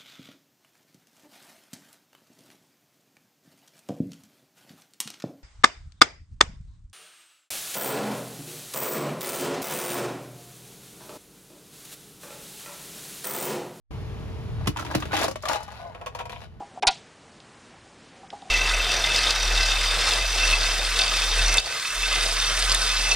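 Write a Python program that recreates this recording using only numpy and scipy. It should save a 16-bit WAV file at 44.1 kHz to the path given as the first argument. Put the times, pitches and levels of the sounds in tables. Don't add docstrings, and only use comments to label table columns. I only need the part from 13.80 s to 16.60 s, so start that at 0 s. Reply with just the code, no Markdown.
import sys
import numpy as np
from scipy import signal
from scipy.fft import rfft, irfft
from scipy.io import wavfile
from scipy.ndimage import uniform_filter1d

SR = 44100
rng = np.random.default_rng(int(sys.argv[2]) if len(sys.argv) > 2 else 0)


def unload_wav(signal):
    wavfile.write(
        sys.argv[1],
        SR,
        np.round(np.clip(np.atleast_2d(signal).T, -1, 1) * 32767).astype(np.int16),
    )


N = 123479
TIME_S = np.arange(N) / SR

# (frequency [Hz], density [dB per Hz])
KNOCK_SPECTRUM = [(100, -31), (300, -11), (550, -1.5), (1100, 4.5), (1600, -5.5), (2600, -34), (6000, -64)]
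# (frequency [Hz], density [dB per Hz])
SNAP_SPECTRUM = [(600, -13), (1500, 1), (2500, 3), (3600, 0), (5500, -40), (12000, -68)]
# (frequency [Hz], density [dB per Hz])
FIZZ_SPECTRUM = [(2000, -52), (4200, 0.5), (6000, 1), (8000, -1.5), (11000, -9), (16000, -17)]


def amp(db):
    return 10 ** (np.asarray(db) / 20)


def unit(x):
    return x / np.sqrt(np.mean(x ** 2) + 1e-20)


def read(points, hz):
    f, value = np.transpose(points)
    return np.interp(np.log(hz + 1), np.log(f + 1), value)


def curve(rows):
    time_s, *columns = np.transpose(rows)
    return [np.interp(TIME_S, time_s, column) for column in columns]


def add(mix, time_s, sound):
    part = mix[:, round(time_s * SR):][:, :sound.shape[1]]
    part += sound[:, :part.shape[1]]


def pan(db):
    return amp([[db / 2], [-db / 2]])


def colour(x, spectrum):
    # (frequency [Hz], correlation [-1 to 1])
    likeness = [(30, .72), (120, .76), (300, .84), (700, .9), (1400, .82), (3000, .58), (7000, .2),
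                (15000, 0)]
    size = x.shape[1]
    hz = np.fft.rfftfreq(size, 1 / SR)
    left, other = rfft(x)
    same = np.clip(read(likeness, hz), -1, 1)
    right = same * left + np.sqrt(1 - same ** 2) * other
    return unit(irfft(np.array([left, right]) * amp(read(spectrum, hz)), size))


def noise(spectrum, size):
    return colour(rng.standard_normal((2, size)), spectrum)


def puff(t, spectrum, decay_s):
    rise_s = 0.00073
    fade = np.minimum(t / rise_s, 1) * np.exp(-t / decay_s)
    return unit(noise(spectrum, len(t)) * fade) * np.sqrt(np.mean(fade ** 2))


def ring(t, modes):
    rise_s, hold_s = 0.0024, 0.004
    out = np.zeros((2, len(t)))
    for hz, db, t60_s in modes:
        size_db, skew_s = rng.standard_normal(2) * [1, 0.00008]
        turns = hz * (t + np.array([[0], [skew_s]])) + rng.random()
        decay_db = 60 * np.maximum(t - hold_s, 0) / max(t60_s, 0.005)
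        out += amp(db + size_db - decay_db) * np.sin(2 * np.pi * turns)
    return out * np.minimum(t / rise_s, 1)


def wander(rate_hz):
    band = np.fft.rfftfreq(N, 1 / SR) < rate_hz
    return unit(irfft(rfft(rng.standard_normal(N)) * band, N))


def burst(crack_db, thump_db, sweep_hz, fall_s):
    # (frequency [Hz], density [dB per Hz])
    crack_spectrum = [(100, 3), (400, 6), (1000, 4.5), (2500, 0.5), (5000, -4.5), (8000, -7.5),
                      (11000, -13), (16000, -22)]
    crack_rise_s, crack_hold_s, crack_decay_s = 0.00035, 0.0051, 0.0045
    thump_hz, thump_rise_s, thump_decay_s = 108, 0.0057, 0.014
    t = np.arange(SR // 5) / SR
    crack = noise(crack_spectrum, len(t)) * np.minimum(t / crack_rise_s, 1)
    crack *= np.exp(-np.maximum(t - crack_hold_s, 0) / crack_decay_s)
    turns = np.cumsum(thump_hz + sweep_hz * np.exp(-t / fall_s)) / SR
    thump = np.sin(2 * np.pi * turns) * np.minimum(t / thump_rise_s, 1)
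    thump *= np.exp(-np.maximum(t - thump_rise_s, 0) / thump_decay_s)
    return amp(crack_db) * crack + amp(thump_db) * thump


def fold(ring_db, hz, snap_db, fizz_db, side_db, t60_s):
    # (multiple of the fold's pitch [ratio], level [dB], share of its t60 [ratio])
    fold_modes = [(.62, -13, .7), (.81, -12, .7), (1, 0, 1.25), (1.23, -12, .7), (1.47, -14, .9),
                  (2.06, -20, 1.1), (2.55, -21, 1.4), (2.97, -21, 1.6)]
    snap_decay_s, knock_decay_s = 0.0067, 0.006
    t = np.arange(SR // 6) / SR
    panel = ring(t, [(hz * k, db, t60_s * share) for k, db, share in fold_modes])
    body = amp(-6.5) * panel + amp(-8) * puff(t, KNOCK_SPECTRUM, knock_decay_s)
    edge = amp(snap_db - 0.5) * puff(t, SNAP_SPECTRUM, snap_decay_s)
    edge += amp(fizz_db + 2) * puff(t, FIZZ_SPECTRUM, snap_decay_s)
    return pan(side_db) * (amp(ring_db) * body + edge)


def crumple():
    # (time [s], body gain [dB], treble gain [dB])
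    crumple_levels = [(.72, -65, -75), (.727, -44, -71), (.75, -53, -71), (.85, -46, -54), (.955, -59, -70),
                      (.99, -36.5, -43), (1.04, -62, -51), (1.09, -39.5, -50.5), (1.12, -43, -47),
                      (1.2, -46, -49.5), (1.30, -51.5, -57), (1.335, -35, -31), (1.375, -31.5, -31),
                      (1.405, -28.5, -31), (1.435, -28.5, -30), (1.47, -37.5, -41), (1.54, -72, -70),
                      (1.62, -57, -53), (1.66, -37, -45.5), (1.70, -31.5, -35), (1.745, -32.5, -37),
                      (1.79, -41, -47), (1.87, -53, -56), (1.95, -44, -50.5), (2.08, -55, -57.5),
                      (2.13, -49, -66), (2.36, -53.5, -74), (2.40, -33, -51), (2.44, -59, -82),
                      (2.49, -54, -80), (2.525, -64, -41.5), (2.56, -58, -53.5), (2.645, -49.5, -52.5),
                      (2.68, -62, -75)]
    # (frequency [Hz], density [dB per Hz])
    body_spectrum = [(100, -45), (330, -36), (480, -9.5), (750, -4), (1150, -11), (1600, -13.5),
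                     (2500, -24), (6000, -76)]
    # (frequency [Hz], density [dB per Hz])
    treble_spectrum = [(700, -51), (1600, -3.5), (2600, 1), (4000, 0.5), (6000, -7), (8000, -10),
                       (11000, -14.5), (16000, -25.5)]
    # (frequency [Hz], level [dB], t60 [s])
    shell_modes = [(659.4, 10, 0.14), (786, 2, 0.052), (920, -6, 0.25), (1200, -0.5, 0.06),
                   (1490, 10, 0.16), (1600, -17.5, 0.23), (1857, -6, 0.4), (2290, -9.5, 0.6),
                   (2860, -5, 0.13), (2966, 1, 0.45), (3904, 19, 0.05)]
    grains_per_s, grain_spread_db, energy_decay_s, shell_db = 1200, 4.3, 0.00029, -7
    body_db, treble_db = curve(crumple_levels)
    sizes = amp(grain_spread_db * np.minimum(rng.exponential(1, N), 3.5))
    sizes *= rng.random(N) < grains_per_s / SR
    energy = signal.lfilter([1], [1, -np.exp(-1 / (energy_decay_s * SR))], sizes ** 2)
    grit = np.sqrt(energy) * rng.standard_normal((2, N))
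    creases = amp(body_db) * colour(grit, body_spectrum) + amp(treble_db) * colour(grit, treble_spectrum)
    creases *= TIME_S > crumple_levels[0][0]
    t = np.arange(SR // 5) / SR
    shell = signal.fftconvolve(creases, ring(t, shell_modes), axes=1)[:, :N]
    return pan(db=2.5) * (creases + amp(shell_db) * np.std(creases) * unit(shell))


def groan():
    # (time [s], centre pitch [Hz], level [dB])
    groan_path = [(1.76, 834, -62), (1.80, 825.7, -43), (1.86, 834, -60), (1.885, 847, -40),
                  (1.92, 810, -58), (1.98, 823, -58.5), (2.005, 681, -41.5), (2.06, 687, -37),
                  (2.10, 669, -42), (2.14, 684, -62)]
    # (multiple of its pitch [ratio], mean level [dB])
    groan_modes = [(.82, -12), (1, 0), (1.12, -9), (1.25, -9), (1.5, -6), (1.78, -18), (2.2, -15),
                   (3.1, -19)]
    flutter_db, pitch_wander = 4.5, 0.018
    hz, db = curve(groan_path)
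    turns = np.cumsum(hz * (1 + pitch_wander * wander(rate_hz=70))) / SR
    tone = np.zeros(N)
    for k, mode_db in groan_modes:
        tone += amp(mode_db + flutter_db * wander(rate_hz=60)) * np.sin(2 * np.pi * k * turns)
    active = (TIME_S > groan_path[0][0]) * (TIME_S < groan_path[-1][0])
    return pan(db=4.5) * unit(tone) * amp(db) * active


def boom():
    # (time [s], level [dB])
    boom_level = [(.86, -74), (.882, -21), (.93, -57), (1.0, -42), (1.14, -43), (1.16, -33), (1.21, -38.5),
                  (1.31, -48), (1.35, -37), (1.45, -41), (1.50, -42), (1.54, -65)]
    # (frequency [Hz], density [dB per Hz])
    hollow_spectrum = [(150, -13), (250, -7), (314, 2.5), (370, -9), (470, -23), (700, -38)]
    active = (TIME_S > boom_level[0][0]) * (TIME_S < boom_level[-1][0])
    return amp(curve(boom_level)[0]) * noise(hollow_spectrum, N) * active


def bounce(ring_db, hz, snap_db, fizz_db, side_db):
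    # (frequency [Hz], level [dB], t60 [s])
    flat_modes = [(498, 1, 0.1), (635, -2, 0.06), (699.3, -1.5, 0.2), (783, -3.5, 0.083), (953, 0.5, 0.061),
                  (986, 0, 0.083), (1088.5, -1, 0.13), (1320, -8, 0.072), (1640, -16, 0.14),
                  (1867, -15, 0.077), (2420, -9, .1), (2497, -20, 0.069), (2580, -18, .12),
                  (3010, -19, 0.065)]
    panel_db, panel_t60_s, decay_s = 0.5, 0.084, 0.0095
    t = np.arange(SR // 4) / SR
    body = amp(-11) * ring(t, [*flat_modes, (hz, panel_db, panel_t60_s)])
    body += amp(-18) * puff(t, KNOCK_SPECTRUM, decay_s)
    edge = amp(snap_db + 2) * puff(t, SNAP_SPECTRUM, decay_s)
    edge += amp(fizz_db + 3) * puff(t, FIZZ_SPECTRUM, decay_s)
    return pan(side_db) * (amp(ring_db) * body + edge)


def echoes(x):
    # (frequency [Hz], t60 [s])
    echo_t60 = [(100, 0.14), (700, 0.1), (3000, 0.12), (8000, 0.12), (16000, 0.051)]
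    rise_s = 0.0045
    hz, t, z = signal.stft(rng.standard_normal((2, SR // 2)), SR, nperseg=256)
    decay = amp(-60 * t / read(echo_t60, hz)[:, None])
    tail = signal.istft(z * decay, SR, nperseg=256)[1]
    tail *= np.minimum(np.arange(tail.shape[1]) / SR / rise_s, 1)
    return signal.fftconvolve(x, tail / np.linalg.norm(tail[0]), axes=1)[:, :N]


def steady(x):
    evenness = 0.6
    power = uniform_filter1d((x ** 2).mean(0), size=2000)
    return unit(x / (abs(power) + 1e-6) ** (evenness / 2))


def car():
    # (time [s], rumble level [dB], hiss level [dB])
    car_levels = [(.12, -31.5, -42.5), (.62, -32.5, -43), (.73, -28.5, -43), (.84, -26, -44),
                  (.93, -36, -48.5), (1.08, -36.5, -44.5), (1.25, -33, -45), (1.45, -39, -32),
                  (1.6, -42, -60), (2.2, -46, -53), (2.52, -42, -54.5), (2.79, -42.5, -59)]
    # (frequency [Hz], density [dB per Hz])
    rumble_spectrum = [(20, -56), (40, -4.5), (55, 2.5), (75, -0.5), (100, 1), (128, -4.5), (160, -10.5),
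                       (220, -13.5), (320, -34), (700, -75.5)]
    # (frequency [Hz], density [dB per Hz])
    hiss_spectrum = [(60, -22), (250, 2), (430, 1.5), (560, -5), (900, -4), (1600, -11), (3000, -13.5),
                     (6000, -23), (11000, -31), (16000, -41)]
    # (multiple of the firing rate [ratio], level relative to the hiss [dB])
    hum_modes = [(6, -19.5), (7, -16), (9, -12.5), (10, -7), (11, -19), (14, -15)]
    firing_hz, rate_wander, hiss_pulse = 44.11, 0.0064, 0.067
    start_s, fade_in_s = 0.1061, 0.0036
    rumble_db, hiss_db = curve(car_levels)
    turns = np.cumsum(firing_hz * (1 + rate_wander * wander(rate_hz=2.7))) / SR
    hum = np.zeros(N)
    for k, db in hum_modes:
        hum += amp(db) * np.sqrt(2) * np.sin(2 * np.pi * (round(k) * turns + rng.random()))
    hiss = noise(hiss_spectrum, N) * (1 + hiss_pulse * np.sin(2 * np.pi * turns))
    rumble = steady(noise(rumble_spectrum, N))
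    fade_in = np.clip((TIME_S - start_s) / fade_in_s, 0, 1)
    return (amp(rumble_db) * rumble + amp(hiss_db) * (hiss + hum)) * fade_in


def scene():
    # (time [s], crack level [dB], thump level [dB],
    # starting pitch above the thump [Hz], pitch fall time constant [s])
    bursts = [(.872, -17, -14.5, 1435, 0.00286), (1.149, -18, -14.5, 1522, .0034)]
    # (time [s], ring level [dB],
    # ring pitch [Hz], snap level [dB], fizz level [dB], left-right [dB], t60 before mode shares [s])
    folds = [(0.858, -31.5, 837, -37, -51, -4, 0.095), (0.961, -22.5, 940, -36, -47, -1, 0.018),
             (0.97, -21, 1064, -26, -33.5, 1, 0.021), (0.988, -23, 1366, -42, -44, -9, 0.055),
             (0.995, -23, 1283, -35, -34.5, 1.5, 0.032), (1.008, -28, 1032, -39, -40, 2.5, 0.029),
             (1.024, -20, 1330, -48, -46, -3, 0.021), (1.049, -25.5, 950, -34, -38.5, 1, 0.021),
             (1.063, -26, 940, -30.5, -44, -2.5, 0.033), (1.111, -18.5, 1560, -55, -39.5, -1, 0.018),
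             (1.121, -24, 860, -41, -50, 0, 0.026), (1.141, -22, 746, -28, -62, -3, 0.031),
             (1.202, -31, 1565, -39, -35.5, -1, 0.055), (1.223, -19, 1274, -28, -45, 0, 0.018),
             (1.228, -23, 1353, -36, -46, 2.5, 0.044), (1.254, -26, 472, -34, -41, 1, 0.026),
             (1.31, -22, 1428, -38, -56, 1, 0.055), (1.319, -22.5, 1502, -31, -42, -4, 0.062),
             (1.331, -14, 814, -25.5, -52, 5, 0.14), (1.338, -14, 780, -25, -32, 0, 0.099),
             (1.352, -40, 760, -23, -37, -7, 0.037), (1.366, -28, 843, -19, -25.5, 1, 0.055),
             (1.389, -18, 816, -30, -28.5, -0.5, 0.055), (1.414, -14, 665, -31, -28, 2.5, 0.019),
             (1.431, -27, 910, -26, -27, -8, 0.024), (1.441, -9, 669, -49, -24, 0.5, 0.053),
             (1.481, -14.5, 528, -32, -29.5, 2.5, 0.06), (1.511, -23, 552, -35.5, -33.5, 2.5, 0.028),
             (1.557, -20.5, 610, -31.5, -38, 0.5, 0.03), (1.624, -47, 587, -49, -37, 2, 0.055),
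             (1.635, -19.5, 622, -38, -47, -1, 0.055), (1.654, -17.5, 1180, -27.5, -32.5, 4, 0.05),
             (1.674, -24, 716, -46, -53, -4, 0.061), (1.685, -22, 1140, -23, -24, 3.5, 0.064),
             (1.696, -10, 938, -28, -34, 3, 0.034), (1.712, -12.5, 846, -52, -35, 2.5, 0.055),
             (1.719, -21.5, 897, -39, -35, 5, 0.079), (1.731, -18, 860, -29, -28, 5.5, 0.049),
             (1.734, -23, 1090, -27, -46, 4, 0.045), (1.757, -15.5, 814, -37, -33.5, 3, 0.069),
             (1.805, -26.5, 836, -58, -48, 5.5, 0.055), (1.831, -33, 896, -59, -40.5, 2, 0.055),
             (1.879, -30, 821, -68, -58, 8, 0.066), (1.919, -33.5, 874, -48, -46, 3, 0.16)]
    # (time [s], ring level [dB],
    # struck panel pitch [Hz], snap level [dB], fizz level [dB], left-right [dB])
    bounces = [(2.147, -30.5, 965, -42, -55.5, 1.5), (2.212, -26.5, 826, -43.5, -54.5, 0.5),
               (2.261, -27, 990, -35, -40, -3), (2.268, -27, 1118, -37, -46, 2),
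               (2.349, -25, 1079, -38.5, -40.5, 1.5), (2.389, -32, 1030, -34, -43.5, 2),
               (2.402, -23, 935, -35.5, -52, 0), (2.409, -32, 786, -39, -48.5, 2),
               (2.454, -28, 956, -42, -47, 2), (2.495, -30, 980, -36, -45, 1.5),
               (2.526, -29, 988, -37.5, -63, 3), (2.56, -33.5, 1080, -39.5, -74, 4.5),
               (2.617, -37, 816, -44, -55, 6.5)]
    tins = crumple() + boom() + groan()
    for table, source in (bursts, burst), (folds, fold), (bounces, bounce):
        for time_s, *row in table:
            add(tins, time_s, source(*row))
    echo_db = -8
    return tins + amp(echo_db) * echoes(tins) + car()


def record(dry):
    # (frequency [Hz], left-right [dB])
    balance = [(60, -0.044), (200, 0.042), (700, 1.7), (2400, -0.12), (4400, 4.1), (8000, -0.5),
               (15000, -2.4)]
    # (frequency [Hz], phase [rad])
    port_phase = [(30, -1.5), (300, 1.1), (800, 1), (2500, 1.43), (4000, 1.86), (7000, 1), (12000, 2.5)]
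    # (frequency [Hz], gain [dB])
    mic_response = [(25, -5.5), (45, -4.5), (70, -2), (5000, -2.5), (7300, -4), (8400, -11), (9600, -1),
                    (12000, 0.5), (13600, -15), (15000, 4.5), (16000, -13)]
    ceiling, edge_hz = 0.3, 16300
    hz = np.fft.rfftfreq(2 * N, 1 / SR)
    port = amp(read(balance, hz) / 2) * np.exp(0.5j * read(port_phase, hz))
    spectrum = rfft(dry, 2 * N) * amp(read(mic_response, hz)) * np.array([port, 1 / port])
    heard = irfft(spectrum)[:, :N]
    heard = heard / (1 + (heard / ceiling) ** 4) ** 0.25
    lowpass = signal.firwin(511, edge_hz, window=("kaiser", 9), fs=SR)
    return signal.oaconvolve(heard, lowpass[None], "same")


dry = scene()
out = record(dry)
unload_wav(out)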